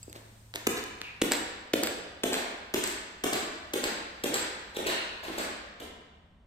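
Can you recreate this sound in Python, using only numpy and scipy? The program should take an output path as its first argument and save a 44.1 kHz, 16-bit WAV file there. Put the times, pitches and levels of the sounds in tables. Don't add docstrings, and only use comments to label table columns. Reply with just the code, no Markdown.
import sys
import numpy as np
from scipy import signal
from scipy.fft import rfft, irfft
from scipy.io import wavfile
from scipy.ndimage import map_coordinates

SR = 44100
rng = np.random.default_rng(int(sys.argv[2]) if len(sys.argv) > 2 else 0)


def generate_wav(signal):
    frames = np.transpose(np.atleast_2d(signal))
    scaled = np.clip(frames, -1, 1) * 32767
    pcm = np.round(scaled).astype(np.int16)
    wavfile.write(sys.argv[1], SR, pcm)


N = 285158
TIME = np.arange(N) / SR
PORT_SPACING_S = 0.00058

# t/s, level/dB, hardness/dB,
# knock of the board underfoot f/Hz, knock level against the heel/dB
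HEEL_STRIKES = [(0.6676, -8.5, -0.5, 382, -18), (1.2153, -7.5, -2.5, 323, -5),
                (1.7334, -8, -3.5, 303.8, -9), (2.2338, -8, -2, 674, -3), (2.7385, -8, -0.5, 377, -3.5),
                (3.237, -7, -1, 630, -5.5), (3.7344, -9, -1, 410, -26), (4.2364, -8, -1.5, 558, -4),
                (4.7651, -13, -2.5, 228.2, -14), (5.278, -20, -17, 338, 4), (5.7989, -20.5, -4, 604, -4)]
# t/s, scuff level/dB, thud level/dB, slap level/dB
SOLE_LANDINGS = [(0.771, -32, -47, -43), (1.3194, -23, -27, -9), (1.8348, -28, -28.5, -8),
                 (2.332, -23.5, -25.5, -13), (2.839, -24.5, -36.5, -8.5), (3.3324, -21.5, -25, -7.5),
                 (3.84, -21.5, -27.5, -10), (4.342, -20, -26.5, -5.5), (4.869, -18, -24, -11.5),
                 (5.385, -22.5, -26.5, -12.5)]
# f/Hz, relative level/dB
SCUFF_COLOUR = [(300, -9.5), (700, -5), (1200, -2), (1700, 4.5), (2300, 1.5), (3200, 0), (4300, 1),
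                (6000, -11.5), (9000, -20)]
# f/Hz, relative level/dB
TREBLE_COLOUR = [(2000, -24.5), (4000, -8.5), (6500, 0), (8500, -4.5), (12000, 4), (16000, -7.5)]


def from_db(db):
    return 10 ** (np.asarray(db) / 20)


def rms_one(x):
    return x / np.sqrt(np.mean(x ** 2) + 1e-20)


def at_hz(points, hz):
    f, value = np.transpose(points)
    return np.interp(np.log(np.maximum(hz, 1)), np.log(f), value)


def response(spectrum, size=4096):
    level_db = at_hz(spectrum, np.fft.rfftfreq(size, 1 / SR))
    cepstrum = irfft(np.log(from_db(level_db)))
    cepstrum[1:size // 2] *= 2
    cepstrum[size // 2 + 1:] = 0
    return irfft(np.exp(rfft(cepstrum)))


def colour(x, spectrum):
    h = response(spectrum)
    return signal.fftconvolve(x, h / np.linalg.norm(h))[:N]


def add(out, s, sound):
    i = int(np.clip(round(s * SR), 0, N - 1))
    out[..., i:i + sound.shape[-1]] += sound[..., :N - i]


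def grains(spread_db, size=16384):
    strength = np.minimum(rng.exponential(1, size), 4)
    return rms_one(rng.standard_normal(size) * from_db(spread_db * strength))


def burst(rise_s, decay_s, spread_db, rounds=3):
    g = grains(spread_db)
    t = TIME[:len(g)]
    envelope = (1 - np.exp(-t / rise_s)) ** 2 * np.exp(-t / decay_s)
    envelope /= envelope.max()
    g = g * envelope
    for _ in range(rounds):
        spectrum = rfft(g)
        flat = irfft(spectrum / (np.abs(spectrum) + 1e-12))
        g = flat * envelope ** (1 / 4)
    return g * np.linalg.norm(envelope) / np.linalg.norm(g)


def ring(hz, t60_s):
    t = TIME[:SR // 10]
    return np.sin(2 * np.pi * hz * t) * np.exp(-np.log(1000) * t / t60_s)


def hiss():
    # t/s, level/dB
    hiss_course = [(0, -54), (1.7, -69), (5.2, -62.5), (6.4, -87)]
    gain = from_db(np.interp(TIME, *np.transpose(hiss_course)))
    return gain * rng.standard_normal((2, N))


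def hum(hz=110.3, level_db=-51, hold_s=.5, fade_db_per_s=11.5):
    fade_db = fade_db_per_s * np.maximum(TIME - hold_s, 0)
    return from_db(level_db - fade_db) * np.sin(2 * np.pi * hz * TIME)


def ventilation(level_db=-56, side_db=-17.5):
    # f/Hz, relative level/dB
    rumble_colour = [(20, -13), (32, -10), (45, -2), (75, -0.5), (120, -15), (200, -7.5), (350, -24.5),
                     (1000, -27.5), (4000, -46.5), (15000, -62.5)]
    mid, side = [rms_one(colour(rng.standard_normal(N), rumble_colour)) for _ in range(2)]
    return from_db(level_db) * (mid + from_db(side_db) * side * [[1], [-1]])


def hall_response(gap_s=0.019, build_s=0.0069, scatter=0.54, echo_hz=2500, size=65536, count=10):
    # f/Hz, time/s
    decay_times = [(120, 1.1), (350, 0.89), (1000, 1.4), (2500, 1.25), (4500, 1.05), (8000, 0.59),
                   (15000, 0.24)]
    # f/Hz, level/dB
    hall_colour = [(80, -13), (200, -11.5), (400, -12.5), (1000, -4), (3000, -9.5), (8000, -11),
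                   (15000, -14)]
    # delay t/s, level/dB
    first_echoes = [(0.0182, -18.5), (0.0227, -23), (0.034, -27), (0.046, -37)]

    hz, t = np.fft.rfftfreq(size, 1 / SR), TIME[:size]
    alike = np.sinc(2 * hz * PORT_SPACING_S)
    mid, side = rfft(rng.standard_normal((2, size)))
    both_ports = np.sqrt(1 + alike) * mid + np.sqrt(1 - alike) * side * [[1], [-1]]
    field = both_ports * from_db(at_hz(hall_colour, hz)) / np.sqrt(2)

    late = np.maximum(t - gap_s, 0)
    swell = 1 - (1 - scatter) * np.exp(-late / build_s)
    centres = np.geomspace(120, 15000, count)
    tail = 0
    for centre, band in zip(centres, np.eye(count)):
        envelope = swell * np.exp(-np.log(1000) * late / at_hz(decay_times, centre))
        band_noise = irfft(field * at_hz(np.c_[centres, band], hz))
        tail = tail + band_noise * envelope / np.linalg.norm(envelope)

    echoes = np.zeros((2, size))
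    for delay, db in first_echoes:
        arrival = delay + rng.normal(0, .0006) + rng.uniform(-.0003, .0003, 2)
        echoes[[0, 1], (arrival * SR).astype(int)] += from_db(db)
    dulling = signal.butter(1, echo_hz, fs=SR, output="sos")
    return tail + signal.sosfilt(dulling, echoes)


def hall(x):
    out = np.zeros((2, N))
    edges = [0] + [int(row[0] * SR) - SR // 20 for row in HEEL_STRIKES] + [N]
    for start, end in zip(edges, edges[1:]):
        ringing = signal.fftconvolve(x[None, start:end], hall_response(), axes=1)
        add(out, start / SR, ringing)
    return out


def squeaks(width_hz=300):
    # t/s, length/s, first f/Hz, last f/Hz, level before the mix/dB
    squeak_list = [(1.003, 0.13, 2750, 2297, -34.5), (4.745, 0.035, 3700, 3545, -27.5),
                   (4.838, 0.056, 2200, 3016, -24), (4.866, 0.086, 3950, 4243, -23.5),
                   (4.89, 0.061, 2700, 3045, -20.5), (5.795, 0.044, 3000, 3170, -37)]
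    out = np.zeros(N)
    lowpass = signal.butter(2, width_hz, fs=SR, output="sos")
    for s, length, first_hz, last_hz, db in squeak_list:
        u = np.linspace(0, 1, int(length * SR))
        slips = signal.sosfilt(lowpass, rng.standard_normal((2, SR // 2)))
        phase = 2 * np.pi * np.cumsum(first_hz + (last_hz - first_hz) * u) / SR
        tone = rms_one(slips[0, :len(u)] * np.sin(phase) + slips[1, :len(u)] * np.cos(phase))
        add(out, s, from_db(db) * np.sin(np.pi * u) * tone)
    return out


def clinks(level_db=6.0, slap_to_lace_db=-5.0, bounce_db=-22.0, return_s=0.028, return_db=-14):
    # f/Hz, relative level/dB, time to die away by 60 dB/s
    tip_modes = [(2660, -18, 0.038), (4863, -9, 0.027), (7690, -1.5, 0.021), (8410, -6.5, 0.0061),
                 (11550, -9, 0.02), (14423, -10.5, .015)]
    # t/s, level/dB
    loose_clinks = [(0.0298, -35), (0.0977, -40)]
    hits = list(loose_clinks)
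    for s, _, _, slap in SOLE_LANDINGS:
        db = slap + slap_to_lace_db
        swing_back_s = return_s * rng.uniform(.8, 1.2)
        hits += [(s, db), (s + swing_back_s, db + return_db)]
    out = np.zeros(N)
    hz, mode_db, t60_s = np.transpose(tip_modes)[:, :, None]
    for s, db in hits:
        uneven_db = rng.normal(0, 1.1, hz.shape)
        clink = np.sum(from_db(db + level_db + mode_db + uneven_db) * ring(hz, t60_s), axis=0)
        add(out, s, clink)
        add(out, s + rng.uniform(.006, 0.011), from_db(bounce_db) * clink)
    return out


def snaps(treble_db=0.0, middle_db=0.5, slap_middle_db=-7.5, length_s=.0009,
          after_s=.05, after_db=-17.5, count=3):
    # t/s, treble level/dB, middle level/dB
    single_snaps = [(0.1286, -26.5, -32.5), (0.539, -37, -24), (0.5579, -15, -19), (0.7715, -35, -21.5),
                    (0.839, -22.5, -27), (1.0153, -28, -18.5), (1.3335, -16.5, -25), (1.8715, -14, -14),
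                    (2.3416, -10, -10), (2.875, -8, -18.5)]
    slips = list(single_snaps)
    for s, _, _, slap in SOLE_LANDINGS:
        slips.append((s, slap, slap + slap_middle_db))
        for when, size in rng.random((count, 2)):
            db = slap + after_db + 6 * (size - .5)
            slips.append((s + after_s * when, db, db + slap_middle_db))
    top, middle = np.zeros((2, N))
    for s, treble, mid in slips:
        add(top, s, from_db(treble + treble_db) * burst(.0001, length_s, 3.5))
        add(middle, s, from_db(mid + middle_db) * burst(0.00022, 1.38 * length_s, 3.5))
    return colour(top, TREBLE_COLOUR) + colour(middle, SCUFF_COLOUR)


def soles(scuff_db=3.0, thud_db=4.0, grit_db=-1.5, brush_thud_db=-1.0,
          lead_s=.012, brush_lead_s=.008, length_s=0.031):
    # t/s, level/dB
    brushes = [(0.153, -44.5), (0.55, -36.5), (2.3723, -29.5), (4.7484, -35), (4.9143, -39), (5.2344, -29),
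               (5.3242, -32)]
    # f/Hz, relative level/dB
    thud_colour = [(80, -29.5), (160, -13.5), (240, -5), (360, -6.5), (600, -1.5), (1000, -8.5),
                   (2500, -37)]
    middle, low, top = np.zeros((3, N))
    rubs = [(s - lead_s, scuff, thud) for s, scuff, thud, _ in SOLE_LANDINGS]
    rubs += [(s - brush_lead_s, db, db + brush_thud_db) for s, db in brushes]
    for s, scuff, thud in rubs:
        add(middle, s, from_db(scuff + scuff_db) * burst(0.0074, length_s, 8.0))
        add(top, s, from_db(scuff + grit_db) * burst(0.005, length_s, 11.0))
        add(low, s, from_db(thud + thud_db) * burst(0.0069, 0.36 * length_s, 0.87))
    return colour(middle, SCUFF_COLOUR) + colour(top, TREBLE_COLOUR) + colour(low, thud_colour)


def boards(force, delay_hz=420):
    # f/Hz, relative level/dB
    thump_colour = [(50, -24), (110, -15), (160, -13), (220, 0), (340, 5), (450, 3), (620, -5.5),
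                    (900, -14.5), (1600, -27), (4000, -63)]
    r = np.exp(-2 * np.pi * delay_hz / SR)
    thump = signal.lfilter([-r, 1], [1, -r], response(thump_colour))
    return signal.fftconvolve(force, thump / np.abs(thump).max())[:N]


def forefoot_taps(tap_db=18.0, lead_s=0.00415):
    # t/s, level/dB
    shuffles = [(0.08, -24.5), (0.16, -25.5), (0.559, -23)]
    sole_taps = [(s - lead_s, thud + tap_db) for s, _, thud, _ in SOLE_LANDINGS]
    force = np.zeros(N)
    for s, db in shuffles + sole_taps:
        add(force, s, from_db([db]))
    return boards(force)


def heels(crunch_db=-2.0, treble_db=0.0, thump_db=6.0, touch_s=0.0033, settle_s=0.00077, rise_s=0.00065,
          softening=.6, land_s=.0052, land_share=1.35, board_t60_s=0.077):
    # f/Hz, relative level/dB
    crunch_colour = [(150, -17), (500, 6.5), (800, -2.5), (1200, -3), (1700, 0), (2400, 0), (3400, 3.5),
                     (5000, -13.5), (8000, -18.5)]
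    middle, top, force, knocks = np.zeros((4, N))
    for s, db, hardness, knock_hz, knock in HEEL_STRIKES:
        slow = from_db(-softening * hardness)
        contacts = [(0, 1, touch_s), (.85 * land_s, land_share, settle_s)]
        for delay, share, decay in contacts:
            middle_gain = share * from_db(db + crunch_db)
            top_gain = share * from_db(db + hardness + treble_db)
            add(middle, s + delay, middle_gain * burst(slow * rise_s, decay, 2.1))
            add(top, s + delay, top_gain * burst(slow * rise_s, decay, 4.9))
        add(force, s + land_s, from_db([db + thump_db]))
        add(knocks, s + land_s, from_db(db + knock) * ring(knock_hz, board_t60_s))
    return colour(middle, crunch_colour) + colour(top, TREBLE_COLOUR) + boards(force) + knocks


def scene(sole_direct_db=2.0, snap_direct_db=4.0):
    # t/s, distance/m, lag of the left ear/ms
    walk = [(0, 2.6, 0.38), (.67, 2.78, .18), (1.22, 3.07, 0.036), (1.74, 3.26, -0.053),
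            (2.74, 5.7, -0.1695), (4.24, 6.6, -.26), (5.8, 8.8, -0.3)]
    s, metres, lag_ms = np.transpose(walk)
    distance = np.interp(TIME, s, metres)
    lag = np.interp(TIME, s, lag_ms) * SR / 1000
    blows = heels() + forefoot_taps()
    clicks = snaps() + clinks()
    rubbed = soles() + squeaks()
    at_one_metre = blows + from_db(snap_direct_db) * clicks + from_db(sole_direct_db) * rubbed
    direct = at_one_metre / distance
    ears = np.array([map_coordinates(direct, [np.arange(N) - way * lag / 2], order=3) for way in (1, -1)])
    return ears + hall(blows + clicks + rubbed) + ventilation() + hum() + hiss()


def record(dry, cutoff_hz=16450):
    # f/Hz, level/dB
    port_colour = [(100, -2.5), (7000, -3), (8900, 2), (9700, -12.5), (11200, -12.5), (12700, -7),
                   (14000, -4.5), (16000, -17)]
    coloured = signal.fftconvolve(dry, response(port_colour)[None], axes=1)[:, :N]
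    top_cut = signal.ellip(10, .3, 70, cutoff_hz, fs=SR, output="sos")
    return signal.sosfilt(top_cut, coloured)


dry = scene()
out = record(dry)
generate_wav(out)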